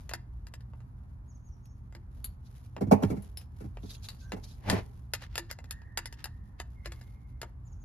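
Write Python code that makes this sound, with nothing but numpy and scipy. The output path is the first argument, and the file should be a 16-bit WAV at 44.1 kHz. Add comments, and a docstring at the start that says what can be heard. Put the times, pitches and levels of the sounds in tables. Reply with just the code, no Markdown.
"""A screwdriver ticks, grinds and faintly squeaks on the terminal screws of a plastic lamp holder;
each slip of the blade rings the holder in a small hard-walled room. Midway the tool is put down on a
board with a few dull knocks; another clinks as it is picked up and scrapes past the board.
Sleeves rustle, machinery hums low, and faint high chirps come through, perhaps a small bird outside."""
import sys
import numpy as np
from scipy import signal
from scipy.fft import rfft, irfft
from scipy.io import wavfile
from scipy.ndimage import uniform_filter1d

SR = 44100
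rng = np.random.default_rng(int(sys.argv[2]) if len(sys.argv) > 2 else 0)


def wav_out(sig):
    """Save sig, one row per channel (or a flat mono array), as 16-bit PCM at SR to the path in sys.argv[1]."""
    wavfile.write(sys.argv[1], SR, np.round(np.clip(np.atleast_2d(sig).T, -1, 1) * 32767).astype(np.int16))


N = 345744

# metal ticking on screw, wire and holder: t/s, level/dB, hardness as a tilt/(dB per octave)
CLICKS = [(0.093, -51.5, -0.5), (0.113, -52.5, -5), (0.136, -42, -1), (0.469, -62, 0), (0.5386, -56, -1),
          (0.607, -71.5, -1), (0.735, -71, -9.5), (0.8045, -72.5, -4.5), (1.6563, -84.5, 6),
          (1.925, -67.5, -4), (1.95, -58.5, -2.5), (2.765, -53.5, -7), (3.035, -46, -5),
          (3.771, -59.5, -7.5), (4.089, -63.5, 4), (4.3199, -45.5, -3.5), (4.6992, -34, 0), (5.136, -39, 1),
          (5.2215, -58.5, -2), (5.3554, -45.5, 0), (5.379, -39.5, 0), (5.512, -48, 1), (5.588, -57, -4),
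          (5.642, -63, -2), (5.709, -51, 4), (5.818, -68, -4.5), (5.974, -39, 0.5), (6.0571, -50, 1.5),
          (6.126, -57.5, 0), (6.242, -49, 3), (6.256, -51.5, -2.5), (6.6004, -46, -2.5), (6.858, -47.5, -2),
          (6.9203, -55, -1), (7.0126, -62.5, -2), (7.4158, -49, 0), (7.43, -51.5, -7)]
# ring of the lamp holder with the blade on it: f/Hz, level/dB, t60/s
HOLDER_MODES = [(620, -13, 0.021), (741, -12.5, 0.042), (940, -6.5, 0.045), (1734, -5.5, 0.047),
                (1785, -21, 0.21), (1876, -5.5, 0.037), (2035, 0, 0.021), (2810, -3.5, 0.015),
                (4340, -3, 0.021), (4890, 4, 0.011), (5235, 0, 0.019), (7170, 2, 0.02), (10100, 8, 0.0063),
                (11400, 2, 0.013)]
# the blade pushing the whole holder: t/s, level/dB
BUMPS = [(0.14, -50), (1.952, -50), (5.39, -38.5), (5.981, -51), (6.863, -45), (7.433, -51.5)]
# the blade grinding in the slot, mostly just before a slip: peak t/s, half length/s, level/dB
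GRINDS = [(4.333, 0.013, -51), (5.235, 0.027, -51), (5.347, 0.036, -59), (5.505, 0.0093, -47.5),
          (6.205, 0.027, -56), (6.598, 0.01, -55), (6.853, 0.0051, -54)]
# squeaks, the long ones while the screw turns: t/s, length/s, f/Hz, level/dB, pitch tremble/Hz
SQUEAKS = [(4.2, .125, 1556, -63, 40), (5.67, 1, 1818, -61.5, 111), (6.74, .7, 2122, -68, 75)]
# tools and hand on the board: t/s, level/dB, hardness as a tilt/(dB per octave), scuff offset/dB
KNOCKS = [(2.765, -48.5, 6.5, -10), (2.806, -27, 0.5, -7), (2.865, -34, -5.5, -14), (2.91, -15.5, 5, -3),
          (3.021, -23.5, -0.5, -5), (3.097, -31, -1, -2.5), (3.122, -34, 0, -16),
          (3.162, -38.5, -4.5, -4.5), (3.601, -46.5, 1.5, 3), (3.637, -43, -3.5, -7), (3.83, -44, -1.5, -8),
          (4.325, -38, 2.5, -5), (4.361, -46.5, 3.5, 2), (4.685, -40, -12.5, 8), (4.721, -28, 2, 1.5)]
# boom of the board: f/Hz, level/dB, t60/s
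BOARD_MODES = [(98.6, -5, 0.18), (133, -8.5, 0.087), (197.7, 3.5, 0.094), (264.4, -2, 0.077),
               (338, -4, 0.059), (408.6, 3, 0.034), (450.6, 5.5, 0.036), (537, 3.5, 0.023),
               (621.5, 4, 0.026), (795, -1.5, 0.054), (994, -15.5, 0.03), (1366, -9, 0.047),
               (1750, -20, 0.063)]
# band edges for voicing a click and a knock: f/Hz
CLICK_EDGES = [330, 1200, 2900, 7500, 13500]
KNOCK_EDGES = [70, 150, 400, 1000, 2200, 5000, 14000]
# balance of those bands at middling hardness: level/dB
CLICK_BANDS, KNOCK_BANDS = [-5, 1, 0.5, -2], [-5, 0, -8.5, -18, -27, -23.5]
# steel tools touching: t/s, level/dB, hardness as a tilt/(dB per octave)
CLINKS = [(2.2441, -51.5, 8.5), (3.223, -71.5, 14.5), (3.373, -50.5, 2.5), (4.087, -45, -12)]
# ring of a steel shank: f/Hz, level/dB, t60/s
STEEL_MODES = [(2860, -16.5, 0.023), (4094, 0.5, .024), (4500, 4.5, 0.01), (5190, -8, 0.021),
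               (7130, -0.5, 0.028), (9870, 2, 0.019), (10740, 5.5, 0.013), (11630, 6.5, .012),
               (12250, -26, 0.16)]
# quick strokes of sleeve and tool, then fingers shifting grip: peak t/s, half length/s, level/dB
SWISHES = [(2.464, 0.018, -69.5), (3.868, 0.042, -65.5), (3.908, 0.015, -48.5), (3.944, 0.017, -53.5),
           (4.048, 0.019, -54), (4.219, 0.04, -66), (4.446, 0.013, -60), (4.506, 0.041, -65.5)]
GRIPS = [(0.02, 0.059, -66.5), (2.18, 0.087, -77), (2.58, 0.093, -67), (3.13, 0.21, -65.5),
         (3.405, 0.031, -59.5), (3.61, 0.064, -69.5), (3.98, 0.18, -68), (4.5, 0.44, -67),
         (7.02, 0.14, -66)]
# EQ curves of the board scrape, the strokes and the finger rustle: f/Hz, relative level/dB
SCRAPE_EQ = [(80, 7.5), (250, 2), (850, 5.5), (1300, -6.5), (2000, -2.5), (3300, -12.5), (5000, -16),
             (8500, -27), (11500, -22.5), (16000, -41)]
SWISH_EQ = [(500, -0.5), (2000, -17), (4100, 5.5), (6700, 2.5), (8000, -9), (11500, 0.5), (16000, -22)]
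RUSTLE_EQ = [(500, -0.5), (2000, -6), (4800, -7.5), (7000, -9), (8500, -14.5), (10000, -3), (12000, -5),
             (16000, -17.5)]
# arched chirps: t/s, length/s, top f/Hz, depth of the arch/Hz
CHIRPS = [(1.271, 0.057, 6800, 1310), (1.339, .032, 6600, 900), (1.43, 0.07, 6680, 1000),
          (1.508, 0.035, 5920, 500), (1.62, 0.061, 6600, 345), (1.631, 0.072, 5700, 302),
          (1.675, 0.07, 6540, 248), (4.05, .036, 6850, 800), (4.2, 0.071, 6700, 905),
          (4.273, 0.038, 5950, 503), (7.643, 0.048, 7100, 1300), (7.714, 0.025, 6800, 1190),
          (7.797, 0.041, 6700, 690)]
# room tone of machinery and air: f/Hz, relative level/dB
ROOM_TONE_EQ = [(15, -50.5), (25, -27), (45, 2), (80, 0), (125, -7.5), (160, -14.5), (250, -19.5),
                (320, -29.5), (520, -39.5), (950, -36.5), (1800, -49), (3200, -66.5), (8300, -71),
                (11000, -64.5), (16000, -73.5)]
# motor and mains tones: f/Hz, level/dB
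HUM = [(48, -61.5), (62, -57.5), (120, -55)]

STEEL_PIVOT_HZ = 4990  # the shank's brightness tilts about this pitch


def clicks(crack_db=15, crack_t60=0.018, snap_db=24, pivot_hz=1770):
    """The blade slips: a sharp snap and a short crack ring the lamp holder."""
    out, t = np.zeros((2, N)), seconds(.2)
    for s, db, hardness in CLICKS:
        # hands and tool move, so every slip scatters differently
        space = room(lag=3, early_db=-2, early_t60=.05, wall_db=-9, tail_db=-20, tail_t60=.28, width=.7)
        crack = undb(crack_db) * rng.standard_normal(len(t)) * fade(t, crack_t60) / 2
        crack[0] += undb(snap_db)
        hit = reverb(crack + ring(HOLDER_MODES, t, spread_db=2.5, detune=0.012), space)
        levels_db = db + np.array(CLICK_BANDS) + hardness * octaves(CLICK_EDGES, pivot_hz)
        add(out, s, voice(hit, CLICK_EDGES, levels_db, pans_db=[0.7, 0.079, 5.3, 0.5], onset_s=0.036))
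    return out


def bumps(hz=340, t60=0.21, attack_s=.008):
    """The pushed lamp holder swells into a low hollow ring."""
    out, t = np.zeros(N), seconds(.4)
    envelope = (1 - np.exp(-t / attack_s)) * fade(t, t60)
    for s, db in BUMPS:
        add(out, s, undb(db) * envelope * np.sin(2 * np.pi * hz * t))
    return out


def grinding():
    """The blade rubs in the slot of the screw in short gritty swells."""
    eq = [(400, -4), (1800, 3), (2600, -1), (5000, -4.5), (8000, -14.5), (14000, -17)]
    return swells(GRINDS) * friction(eq, grain_db=3)


def squeaks(ramp_s=0.051, sag_db_per_s=21.5):
    """A thin tone with a trembling pitch swells, sags and stops; the room blurs it."""
    out, tremble = np.zeros(N), walk(260)
    for s, length, hz, db, tremble_hz in SQUEAKS:
        t = seconds(length)
        pitch = hz + tremble_hz * np.roll(tremble, -int(s * SR))[:len(t)]
        ramps = np.minimum(np.minimum(t, length - t) / ramp_s, 1)
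        add(out, s, ramps * undb(db - sag_db_per_s * t) * np.sin(phase(pitch)))
    space = room(lag=2, early_db=-3, early_t60=.08, wall_db=-10, tail_db=-8, tail_t60=.35, width=.8)
    return reverb(out, space)


def knocks(gain_db=-1, scuff_db=-1, scuff_s=0.0075, push_s=0.0046, travel_s=.005, pivot_hz=232.7):
    """A rubber handle lands on the board and scuffs it; the board booms."""
    out, t = np.zeros((2, N)), seconds(.5)
    space = room(lag=-15, early_db=3, early_t60=0.088, wall_db=-20, tail_db=-16.5, tail_t60=0.49,
                 width=4.2, scatter_hz=484)
    pans_db = [-2, -2.5, -2.5, 4.5, 4.5, 1.5]
    is_body = np.array(KNOCK_EDGES[:-1]) < 1000  # body below this pitch, scuff above
    scuff_envelope = (t / scuff_s * np.exp(1 - t / scuff_s)) ** 1.5
    for s, db, hardness, rub_db in KNOCKS:
        board = 0
        for mode, path in zip(BOARD_MODES, 2 * rng.random(len(BOARD_MODES))):
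            # bending waves travel as the root of frequency: low modes arrive late, each by its own path
            delay_s = path * travel_s * max(np.sqrt(800 / mode[0]) - 1, 0)
            age = np.maximum(t - delay_s, 0)
            board += ring([mode], age, spread_db=1.5, detune=0.018) * (1 - np.exp(-age / push_s))
        scuff = undb(scuff_db) * rng.standard_normal(len(t)) * scuff_envelope
        hit = reverb(board + scuff, space)
        touch_db = np.where(is_body, hardness * octaves(KNOCK_EDGES, pivot_hz), rub_db)
        levels_db = gain_db + db + np.array(KNOCK_BANDS) + touch_db
        add(out, s, voice(hit, KNOCK_EDGES, levels_db, pans_db, onset_s=0.042))
    return out


def scrape(at_s=4.695, hold_s=0.097, db=-30.5, judder_hz=101.2, judder_db=9):
    """A tool bites, slides and lifts off, sticking and slipping at the pitch of the board."""
    age = np.arange(N) / SR - at_s
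    attack_db = 453.5 * np.minimum(age, 0)  # slopes in dB per second
    sag_db = 74 * np.clip(age, 0, hold_s)
    release_db = 520 * np.maximum(age - hold_s, 0)
    grit = friction(SCRAPE_EQ, grain_db=-0.5)
    slips = signal.sawtooth(phase(judder_hz * (1 + .07 * walk(70))))
    judder = undb(judder_db) * filtered(slips, 2, 260)  # rounded off by the board
    return undb(db + attack_db - sag_db - release_db) * (grit + judder)


def clinks(crack_db=5, crack_t60=0.0098, pan_db=2.5):
    """Steel touches steel: a tiny crack, and the shank rings on."""
    out, t = np.zeros(N), seconds(.3)
    for s, db, hardness in CLINKS:
        modes = [(hz, mode_db + hardness * np.log2(hz / STEEL_PIVOT_HZ), t60)
                 for hz, mode_db, t60 in STEEL_MODES]
        crack = undb(crack_db) * rng.standard_normal(len(t)) * fade(t, crack_t60)
        add(out, s, undb(db) * (crack + ring(modes, t, spread_db=-5.5, detune=0.0041)))
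    space = room(lag=1, early_db=-.5, early_t60=.082, wall_db=-11, tail_db=-10.5, tail_t60=.22, width=1.6)
    return reverb(out, space) * pan(pan_db)


def jostling(pitch_ratio=.92, treble_db_per_octave=-7, catches_per_s=320, catch_db=-8.5, spread_db=3.5):
    """A tool slides out among others: its shank catches unevenly; the grip detunes and dulls its ring."""
    out, t = np.zeros((2, N)), seconds(.08)
    modes = [(pitch_ratio * hz, db + treble_db_per_octave * max(np.log2(hz / STEEL_PIVOT_HZ), 0), t60)
             for hz, db, t60 in STEEL_MODES[:-1]]
    for s, half, db in SWISHES:
        for when, size, side in rng.standard_normal((int(2 * half * catches_per_s), 3)):
            catch = undb(db + catch_db + spread_db * size) * ring(modes, t, spread_db=4, detune=0.16)
            add(out, s + when * half / 2, catch * pan(4 * side))
    space = room(lag=-2, early_db=0, early_t60=.06, wall_db=-12, tail_db=-19, tail_t60=.3, width=1.5)
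    return reverb(out, space)


def rustle(finger_db=-1, sleeve_db=0.5, catch_db=3):
    """Fingers and sleeves rub, catching and letting go."""
    grip = swells(GRIPS) + undb(-81)  # a hand that only holds on still rubs faintly
    fingers = grip * undb(finger_db + catch_db * walk(25)) * friction(RUSTLE_EQ, grain_db=3.5)
    sleeves = swells(SWISHES) * undb(sleeve_db + catch_db * walk(70)) * friction(SWISH_EQ, grain_db=-0.5)
    return fingers + sleeves


def chirps(db=-66, sweep_hz_per_s=25000, crest=0.38, swell=1.3, rasp_hz=80):
    """Thin, raspy whistles rise softly and fall more strongly, partly heard by way of the walls."""
    out, flutter = np.zeros(N), walk(900)
    for s, length, top_hz, arch_hz in CHIRPS:
        progress = seconds(length) / length
        rasp = rasp_hz * np.roll(flutter, -int(s * SR))[:len(progress)]
        pitch = top_hz - arch_hz * (2 * (progress - crest)) ** 2 + rasp
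        gain = undb(db) * np.sqrt(arch_hz / length / sweep_hz_per_s)  # slower sweeps are softer
        add(out, s, gain * np.sin(np.pi * progress ** swell) * np.sin(phase(pitch)))
    space = room(lag=0, early_db=-4, early_t60=0.09, wall_db=-15, tail_db=-4, tail_t60=.4,
                 width=0.94, scatter_hz=300)
    return reverb(out, space)


def machinery(air_db=-45.5, wide_hz=1100, pan_db=-0.5, waver_db=3.5):
    """A bed of low rumble and wavering hum; the bass sits in the centre, the hiss is wide."""
    mid, side = colour(rng.standard_normal((2, N)), ROOM_TONE_EQ)
    side = 0.054 * side + 1.76 * filtered(side, 1, wide_hz, "highpass")
    air = undb(air_db + .7 * walk(2.5)) * np.array([mid + side, mid - side])
    hum, t = 0, np.arange(N) / SR
    for hz, db in HUM:
        gain = np.sqrt(2) * undb(db + waver_db * walk(2.02))
        hum += gain * np.sin(2 * np.pi * (hz * t + rng.random()) + 0.64 * walk(2.3))
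    return (air + hum) * pan(pan_db)


def room(lag, early_db, early_t60, wall_db, tail_db, tail_t60, width, scatter_hz=400, wall_s=0.013):
    """Stereo impulse response: direct sound (left leads by lag samples), scatter, wall slap, tail."""
    t = seconds(.5)
    shared = rng.standard_normal((3, len(t)))
    ears = np.stack([shared, np.roll(shared, lag, axis=1)], axis=1)
    ears += width * rng.standard_normal((3, 2, len(t)))
    near, wall, far = filtered(ears, 1, scatter_hz, "highpass")  # small surfaces hardly scatter bass
    near = near * fade(t, early_t60)
    wall = wall * (t > wall_s) * fade(np.abs(t - wall_s), 0.04)
    far = filtered(far, 1, 3000) * fade(t, tail_t60)  # the tail is dark
    response = sum(undb(db) * part / np.sqrt(np.sum(part ** 2) / 2)
                   for db, part in [(early_db, near), (wall_db, wall), (tail_db, far)])
    response[0, max(-lag, 0)] += 1
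    response[1, max(lag, 0)] += 1
    return response


def reverb(x, space):
    """Play a sound through a room response."""
    return signal.fftconvolve(np.atleast_2d(x), space, axes=1)[:, :N]


def ring(modes, t, spread_db, detune):
    """Decaying modes; each contact point weights them anew."""
    hz, db, t60 = np.transpose(modes)[:, :, None]
    weight, shift = rng.standard_normal((2, len(modes), 1))
    partials = np.sin(2 * np.pi * hz * (1 + detune * shift) * t)
    return np.sum(undb(db + spread_db * weight) * partials * fade(t, t60), axis=0)


def voice(hit, edges_hz, levels_db, pans_db, onset_s):
    """Force and hardness of a contact: level and pan each band by its rms over the onset."""
    out = 0
    for lo, hi, db, pan_db in zip(edges_hz, edges_hz[1:], levels_db, pans_db):
        band = filtered(hit, 3, [lo, hi], "bandpass")
        strength = np.array([[rms(side[:int(onset_s * SR)])] for side in band])
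        out += band / strength * undb(db) * pan(pan_db)
    return out


def friction(eq, grain_db):
    """Countless tiny slips of uneven size, partly alike at the two ears."""
    sizes = undb(grain_db * (walk(440) + 0.25 * walk(60)))
    shared, left, right = rng.standard_normal((3, N)) * sizes
    return colour(np.array([shared, np.roll(shared, 2)]) + 1.3 * np.array([left, right]), eq)


def colour(x, eq):
    """Shape x with an EQ curve (f/Hz, level/dB) and bring it to rms 1."""
    hz, db = np.transpose(eq)
    f = np.maximum(np.fft.rfftfreq(N, 1 / SR), 1)
    y = irfft(rfft(x) * undb(np.interp(np.log(f), np.log(hz), db)), N)
    return y / rms(y)


def filtered(x, order, hz, kind="lowpass"):
    """Filter with a flat passband."""
    return signal.sosfilt(signal.butter(order, hz, kind, fs=SR, output="sos"), x)


def octaves(edges_hz, pivot_hz):
    """Octaves from the pivot up to the middle of each band."""
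    edges = np.log2(np.array(edges_hz) / pivot_hz)
    return (edges[:-1] + edges[1:]) / 2


def swells(rows):
    """Bell-shaped envelopes from rows of peak t/s, half length/s, level/dB."""
    t = np.arange(N) / SR
    return sum(undb(db) * np.exp(-((t - s) / half) ** 2) for s, half, db in rows)


def walk(rate_hz):
    """Random wander at rms 1."""
    step = int(SR / rate_hz)
    y = uniform_filter1d(np.repeat(rng.standard_normal(N // step + 1), step), step)[:N]
    return y / rms(y)


def fade(t, t60):
    """Exponential decay, 60 dB down after t60."""
    return np.exp(-np.log(1000) * t / t60)


def phase(hz):
    """Running phase of a moving pitch."""
    return 2 * np.pi * np.cumsum(hz) / SR


def pan(db):
    """Stereo gains with the left db above the right."""
    return undb(np.array([[db], [-db]]) / 2)


def undb(db):
    """Decibels to gain."""
    return 10 ** (np.asarray(db) / 20)


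def rms(x):
    """Root mean square."""
    return np.sqrt(np.mean(x ** 2)) + 1e-12


def seconds(length):
    """Time axis of a short sound."""
    return np.arange(int(length * SR)) / SR


def add(track, s, sound):
    """Mix a sound into a track at time s."""
    i = int(s * SR)
    part = sound[..., :N - i]
    track[..., i:i + part.shape[-1]] += part


def scene():
    """Mix the screwdriver, the handling and the background in stereo."""
    screwdriver = clicks() + bumps() + grinding() + squeaks()
    return screwdriver + knocks() + rustle() + scrape() + chirps() + machinery() + clinks() + jostling()


def record(dry, notch_hz=8500, notch_q=4, notch_depth=0.39, soft_hz=13000, top_hz=16000):
    """A slight dip in the treble and a soft top end."""
    notched = signal.lfilter(*signal.iirnotch(notch_hz, notch_q, fs=SR), dry)
    soft = filtered(dry + notch_depth * (notched - dry), 6, soft_hz)
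    return signal.sosfilt(signal.ellip(8, .2, 80, top_hz, fs=SR, output="sos"), soft)


dry = scene()
out = record(dry)
wav_out(out)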